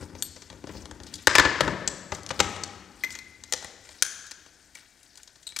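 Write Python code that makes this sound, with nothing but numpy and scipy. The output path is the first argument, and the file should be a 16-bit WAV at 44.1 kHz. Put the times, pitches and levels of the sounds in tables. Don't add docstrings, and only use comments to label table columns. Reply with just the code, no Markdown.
import sys
import numpy as np
from scipy import signal
from scipy.io import wavfile
from scipy.ndimage import uniform_filter1d

SR = 44100
rng = np.random.default_rng(int(sys.argv[2]) if len(sys.argv) > 2 else 0)


def int16_out(signal):
    q = np.round(np.clip(np.atleast_2d(signal).T, -1, 1) * 32767)
    wavfile.write(sys.argv[1], SR, q.astype(np.int16))


N = 246959
SPRING_HZ = 12288
REGISTERS_HZ = [70, 300, 1000, 3000, 8000, 16000]


def lid():
    # (time [s], level [dB], brightness [dB/octave], nominal length [s], ring [dB])
    latch_hits = [(.2239, -29, 0, 0.0072, -19)]
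    lid_hits = [(1.2711, -8, 1, .015, -23), (1.3526, -12, 2, 0.034, -14), (1.3831, -12, -0.9, .014, -6.5),
                (1.3965, -12.5, -0.7, 0.023, -15), (1.4505, -20, -3, 0.051, -21.5)]
    # (frequency [Hz], level [dB], t60 [s])
    latch_modes = [(4400, -5.5, 0.019), (5800, -5, 0.0064), (7600, 3, 0.0065), (8300, 0, .008),
                   (8230, -19, 0.17), (SPRING_HZ, -16, 0.17)]
    lid_modes = [(998, -9, 0.14), (1076, -6.5, .06), (1123, -6, .05), (1643, -2, 0.026), (1733, -1, 0.087),
                 (1867, -5, .033), (2090, -9, .055), (4350, -2, .006), (5050, -1, .007)]
    return (struck(latch_hits, latch_modes, registers_db=[-26.5, -22.5, -14, -0.5, -3.5])
            + struck(lid_hits, lid_modes, registers_db=[-19, -9.5, -1, -6.5, -23.5]))


def film_roll():
    # (time [s], level [dB], brightness [dB/octave], nominal length [s], ring [dB])
    case_hits = [(1.6068, -20, 1, 0.021, -23), (1.6775, -26.5, -3, 0.025, -33.5)]
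    core_hits = [(1.8761, -29, -0.68, 0.02, -12.5), (1.8788, -34.5, -1.4, .012, -16.5),
                 (2.149, -42.5, -1.1, .026, -31), (2.2638, -38, 1, .005, -48),
                 (2.6361, -29, 2.1, .013, -53)]
    spindle_hits = [(2.1198, -32, -2.4, .041, -34), (2.3048, -32, -2.7, 0.046, -38.5),
                    (2.4017, -17.5, 1.3, 0.023, -21.5)]
    # (frequency [Hz], level [dB], t60 [s])
    case_modes = [(129.4, -5.5, 0.37), (147, -8.5, 0.42), (188, -4.5, 0.25), (349, 3.5, 0.0523),
                  (534, 1, 0.076), (610, -1, 0.05), (1285, 6, 0.053), (1510, 0.5, 0.05)]
    core_modes = [(4670, -4, 0.0045), (5790, 0, .0035), (6590, 2.5, 0.0036), (7330, 6, 0.0037),
                  (7740, 5, 0.0047)]
    spindle_modes = [(92.7, -5, 0.28), (189, -4, 0.17), (366.7, -13, 0.037), (513, -24, 0.039),
                     (807, 3.5, 0.076), (1155.7, 4, 0.041), (1271, 8, 0.044), (1588, -2, 0.016),
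                     (6030, 2.5, 0.023)]
    return (struck(case_hits, case_modes, registers_db=[-18, -0.5, -1, -7, -14.5])
            + struck(core_hits, core_modes, registers_db=[-17, -17, -11, -0.5, -17.5])
            + struck(spindle_hits, spindle_modes, registers_db=[-12, -4.5, 0, -2, -15]))


def film_end():
    # (time [s], level [dB], brightness [dB/octave], nominal length [s], ring [dB])
    wall_hits = [(3.5244, -26, 3.5, 0.016, -25), (3.5354, -25, -.5, 0.017, -27),
                 (3.6459, -44, -4.5, 0.02, -35)]
    snaps = [(4.0234, -19, 0.68, 0.018, -12.5), (4.311, -43.5, -1.1, 0.011, -40.5),
             (5.5666, -35, -1.4, 0.015, -35), (5.5882, -29, 1, 0.031, -54)]
    guide_hits = [(4.7545, -55, -4.5, 0.02, -41.5), (5.5215, -51, -4, 0.017, -49),
                  (5.5623, -33.5, 4, 0.038, -32.5)]
    # (frequency [Hz], level [dB], t60 [s])
    wall_modes = [(506, -10, 0.062), (640, -8, 0.028), (778, -4.5, 0.029), (1970, 1.5, 0.023),
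                  (7150, 11.5, 0.0032), (8800, 3, .004)]
    film_modes = [(1488, -11, 0.031), (1627, 0, 0.015), (2480, -6, .01), (6340, 11, 0.005),
                  (7130, 8, 0.0021), (9220, 6, 0.0043)]
    guide_modes = [(1910, -2, 0.028), (2290, 3, 0.036), (2500, -5, 0.019), (3844, -6.5, .012)]
    return (struck(wall_hits, wall_modes, registers_db=[-27, -16, -10.5, 0, -8])
            + struck(snaps, film_modes, registers_db=[-36, -26.5, -12.5, -1.5, 1])
            + struck(guide_hits, guide_modes, registers_db=[-30, -26, -12, -0.5, -14]))


def core_lock():
    # (time [s], level [dB], brightness [dB/octave], nominal length [s], ring [dB])
    hits = [(3.0369, -36.5, -2.6, 0.025, -23), (3.0459, -37.5, -1, .02, -43),
            (3.1055, -42, 3.5, 0.0099, -52), (3.1522, -38, -0.003, 0.027, -45),
            (3.1884, -42, 3.1, 0.013, -42)]
    # (frequency [Hz], level [dB], t60 [s])
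    modes = [(1995, -6, .04), (2051, 4, 0.089), (2480, -5, 0.028), (4237, -23, .08), (6050, -18, .05),
             (8140, -25, .06), (12110, -8.5, 0.028)]
    return struck(hits, modes, registers_db=[-25.5, -20, -6, -1, -12])


def struck(hits, modes, registers_db, rise_cycles=0.29):
    hz, db, t60 = np.transpose(modes)[:, :, None]
    t = np.arange(SR // 2) / SR
    swell = 1 - np.exp(-hz * t / rise_cycles)
    waves = amp(db - 60 * t / t60) * swell * np.sin(2 * np.pi * hz * t)
    out = contacts(hits, registers_db, rattle=0.91, press=0.012)
    for start, *_, ring_db in hits:
        polarity = np.sign(rng.standard_normal(len(modes)))
        add(out, start, amp(ring_db) * polarity @ waves)
    return out


def contacts(hits, registers_db, rattle, press):
    # (frequency [Hz], gain [dB])
    spectrum = [(60, 4.5), (350, -1), (550, 2.5), (800, -2.5), (1200, -2.5), (1800, 1.5), (2600, -5.5),
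                (4000, -0.5), (6500, -0.5), (8500, -7), (11000, -8.5), (15000, -21), (17500, -8)]
    starts, db, brightness, length = np.transpose(hits)[:4, :, None]
    length = np.maximum(rattle * length, .002)
    octaves = np.log2(np.multiply(REGISTERS_HZ[:-1], REGISTERS_HZ[1:])) / 2
    octaves -= np.average(octaves, weights=amp(registers_db) ** 2)
    t = np.arange(3072) / SR
    chatter = rng.standard_normal((len(hits), len(t))) * (1 - np.exp(-t / (press * length)))
    bursts, out = 0, np.zeros(N)
    for k, (low, high) in enumerate(zip(REGISTERS_HZ, REGISTERS_HZ[1:])):
        t60 = length * (low / 1500) ** -.22
        force = chatter * amp(-60 * t / t60)
        band = signal.sosfilt(signal.butter(4, [low, high], "band", fs=SR, output="sos"), force)
        rms = np.sqrt((band ** 2).sum(1, keepdims=True) / (SR / 100))
        bursts = bursts + amp(db + registers_db[k] + brightness * octaves[k]) * band / rms
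    for start, burst in zip(starts[:, 0], bursts):
        add(out, start, burst)
    return colour(out, spectrum)


def light_taps(flesh_hz=11500):
    # (time [s], level [dB], brightness [dB/octave], nominal length [s])
    nudges = [(.1505, -44.5, 1, 0.024), (.3623, -48, 2.5, .045), (.5268, -50, 1.5, .028),
              (.6394, -38, -2.5, .027), (.6698, -44, 1.5, 0.038), (.6909, -38.5, -2, 0.058),
              (.7492, -43.5, -3, 0.034), (.8552, -46, 3.5, 0.014), (.9112, -43, 2.5, 0.016),
              (1.0013, -47.5, 2, .01), (2.1829, -42, -0.5, .029), (2.3109, -35, 2.5, 0.011),
              (2.3917, -30.5, 3, 0.041), (2.5622, -44, 3, .036), (3.6247, -49, 4.5, 0.024),
              (3.8898, -52.5, 4.5, 0.021), (4.462, -54.5, 3, .025)]
    ticks = [(.4189, -45, -4, 0.049), (.4996, -45.5, -5.5, 0.028), (1.034, -45.5, 2, 0.017),
             (1.066, -46.5, -1, 0.037), (1.1392, -34, 4.5, 0.02), (1.1547, -39.5, 6, 0.032),
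             (2.2321, -46, 5, 0.017), (2.2896, -37.5, -1, 0.038), (3.171, -55, -3.5, .06),
             (3.437, -39.5, 0.5, 0.014), (4.2652, -46.5, 7, 0.047), (4.3155, -37.5, -1, 0.012),
             (4.7504, -45.5, 10, 0.04), (5.0296, -54, 10, 0.038), (5.1554, -50.5, 1, 0.0137),
             (5.173, -45.5, 5.5, 0.04), (5.2319, -47, 7, 0.0128), (5.2749, -48.5, -0.5, 0.035),
             (5.3559, -55, -4, .042), (5.4273, -51, 2.5, .05)]
    # (thud [dB], knock [dB], clack [dB], click [dB], edge [dB])
    nudge_db = [-4, -0.5, -6.5, -8.5, -21.5]
    tick_db = [-28, -22.5, -11, 0.5, -5.5]
    taps = contacts(nudges, nudge_db, rattle=.8, press=0.045)
    taps += contacts(ticks, tick_db, rattle=.75, press=.06)
    return amp(-1.5) * signal.sosfilt(signal.butter(2, flesh_hz, fs=SR, output="sos"), taps)


def case_shifting():
    # (time [s], length [s], level [dB])
    pushes = [(0, 0.015, -30), (.08, .11, -44), (.51, 0.038, -38.5), (.66, 0.3, -43), (1.0, 0.047, -38.5),
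              (1.12, .06, -50), (1.62, 0.087, -31), (2.13, 0.27, -46.5), (2.405, 0.058, -33.5),
              (3.07, 0.073, -52)]
    # (time [s], level [dB])
    resting = [(0, -53), (2.8, -53), (3.4, -55.5), (3.9, -63), (4.5, -61.5), (5.6, -85.5)]
    # (frequency [Hz], gain [dB])
    spectrum = [(25, -26), (45, -17.5), (62, -4), (82, 2.5), (130, -6), (165, -6), (280, -3), (420, -12.5),
                (600, -21), (900, -19.5), (2000, -28.5), (6000, -59.5)]
    rest = amp(np.interp(np.arange(N) / SR, *np.transpose(resting)))
    weight = np.hypot(gestures(pushes, attack_s=0.011, release_s=.035), rest)
    return weight * rubbing(spectrum, slips_per_s=200, slip_db=2.5, hiss=0.96, patchy_db=1.5)


def sliding(grip_db=-63.5):
    # (time [s], length [s], level [dB])
    strokes = [(0, 0.011, -46), (.15, 0.057, -55.5), (.67, .15, -52), (1.05, 0.19, -55),
               (2.12, 0.041, -49.5), (2.33, 0.24, -53.5), (2.95, 0.14, -55), (3.09, 0.051, -45.5),
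               (3.45, 0.066, -61), (3.56, 0.086, -54), (3.84, 0.14, -54.5), (4.74, 0.056, -53.5),
               (4.96, 0.056, -64), (5.17, 0.034, -57), (5.55, .05, -50.5)]
    # (frequency [Hz], gain [dB])
    spectrum = [(100, -11), (600, -5.5), (1700, 1.5), (3000, -1.5), (5000, 4), (8500, -0.5), (11000, -15),
                (15000, -13.5), (18000, -39)]
    speed = np.hypot(gestures(strokes, attack_s=0.017, release_s=0.031), amp(grip_db))
    return speed * rubbing(spectrum, slips_per_s=910, slip_db=3, hiss=0.73, patchy_db=4.5)


def gestures(moves, attack_s, release_s):
    t, power = np.arange(N) / SR, 0
    for start, length, db in moves:
        swell = np.clip((t - start) / attack_s, 0, 1)
        fade = np.exp(-np.maximum(t - start - length, 0) / release_s)
        power = power + (amp(db) * swell * fade) ** 2
    return np.sqrt(power)


def rubbing(spectrum, slips_per_s, slip_db, hiss, patchy_db):
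    slipping = rng.random(N) < slips_per_s / SR
    strength = amp(slip_db * np.minimum(rng.exponential(1, N), 4))
    slips = unit(slipping * strength * rng.choice([-1, 1], N))
    frames = signal.stft(slips + hiss * rng.standard_normal(N), nperseg=256)[2]
    patches = uniform_filter1d(rng.standard_normal(frames.shape), size=16, axis=0)
    patches = unit(uniform_filter1d(patches, size=5, axis=1))
    scrape = signal.istft(frames * amp(patchy_db * patches), nperseg=256)[1][:N]
    return unit(colour(scrape, spectrum))


def squeaks(sag=0.14, jitter=.24, octave_db=-4):
    # (time [s], length [s], pitch [Hz], level [dB])
    chirps = [(5.4676, 0.0061, 3963, -29.5), (5.473, 0.0064, 4080, -31), (5.48, .004, 3820, -47),
              (5.489, 0.0049, 3760, -37), (5.5, 0.0045, 3950, -42), (5.506, .004, 4080, -45)]
    out = np.zeros(N)
    for start, length, hz, db in chirps:
        progress = np.linspace(0, 1, round(length * SR))
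        pitch = hz * (1 + sag * (.5 - progress) + jitter * rng.standard_normal(len(progress)))
        phase = 2 * np.pi * np.cumsum(pitch) / SR
        tone = np.sin(phase) + amp(octave_db) * np.sin(2 * phase)
        add(out, start, amp(db) * np.sin(np.pi * progress) * tone)
    return out


def close_sound(x):
    # (delay [s], level [dB])
    echoes = [(.0021, -10), (.0034, -11.5), (.0058, -18.5), (.0087, -15), (0.01, -20), (0.028, -25.5),
              (0.029, -29), (0.041, -23)]
    out = x.copy()
    for delay, db in echoes:
        add(out, delay, amp(db) * rng.choice([-1., 1.]) * x)
    return out


def room(x, build_s=0.02):
    # (frequency [Hz], t60 [s])
    decay_times = [(80, -0.5), (210, 1.82), (560, 1.33), (1500, 1.34), (4000, 1.05), (7000, 0.9),
                   (10000, 0.55), (15000, 0.6)]
    # (frequency [Hz], level [dB])
    spectrum = [(60, 1.5), (170, -2.5), (400, -5), (1000, -8), (1800, -7), (3500, -9), (7000, -10.5),
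                (11000, -14), (16000, -21.5)]
    size = 3 * SR // 2
    hz, t, frames = signal.stft(rng.standard_normal(size), SR, nperseg=256)
    t60 = np.maximum(at_hz(decay_times, hz), .05)[:, None]
    decay = amp(-60 * t / t60) * np.sqrt(2 * np.log(1000) / (t60 * SR))
    tail = signal.istft(frames * decay, SR, nperseg=256)[1][:size]
    build = np.minimum(np.arange(size) / SR / build_s, 1) ** 2
    return signal.fftconvolve(x, colour(tail * build, spectrum))[:N]


def still_air():
    # (frequency [Hz], gain [dB])
    spectrum = [(12, -39), (20, 3.5), (61, 5), (184, -2), (325, -2), (543, -9.5), (682, -2), (1210, -19.5),
                (1510, -1.5), (2830, -13.5), (6460, -7.5), (14300, -26), (18000, -50)]
    return amp(-62.5) * unit(colour(rng.standard_normal(N), spectrum))


def amp(db):
    return 10 ** (np.asarray(db) / 20)


def unit(x):
    return x / np.sqrt(np.mean(x ** 2) + 1e-20)


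def at_hz(points, hz):
    knots, values = np.transpose(points)
    return np.interp(np.log(hz + 1), np.log(knots + 1), values)


def add(mix, start_s, sound):
    part = mix[round(start_s * SR):][:len(sound)]
    part += sound[:len(part)]


def colour(x, spectrum):
    log_gain = np.log(amp(at_hz(spectrum, abs(np.fft.fftfreq(4096, 1 / SR)))))
    taps = np.fft.ifft(np.exp(np.conj(signal.hilbert(log_gain)))).real
    return signal.oaconvolve(x, taps)[:len(x)]


def scene(directions=3, left_db=7.6):
    friction = amp(-4.5) * case_shifting() + amp(-0.5) * sliding() + squeaks()
    radiated = [lid() + film_roll() + film_end() + core_lock() + light_taps() + friction
                for _ in range(directions)]
    reverb = sum(room(x) for x in radiated) / np.sqrt(directions)
    mono = close_sound(radiated[0]) + reverb + still_air()
    sides = amp([[left_db], [0]])
    return mono * sides / sides.mean()


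def record(dry, ceiling=0.51, cutoff_hz=17900):
    # (frequency [Hz], gain [dB])
    microphone = [(20, -9), (45, 3.5), (70, -2), (13000, 0), (14800, -1.5), (16000, -7), (18000, -16.5)]
    clipped = dry / np.maximum(abs(dry.mean(0)) / ceiling, 1)
    toned = np.array([colour(channel, microphone) for channel in clipped])
    taps = signal.firwin(511, cutoff_hz, window=("kaiser", 9), fs=SR)
    return signal.oaconvolve(toned, taps[None], "same")


dry = scene()
out = record(dry)
int16_out(out)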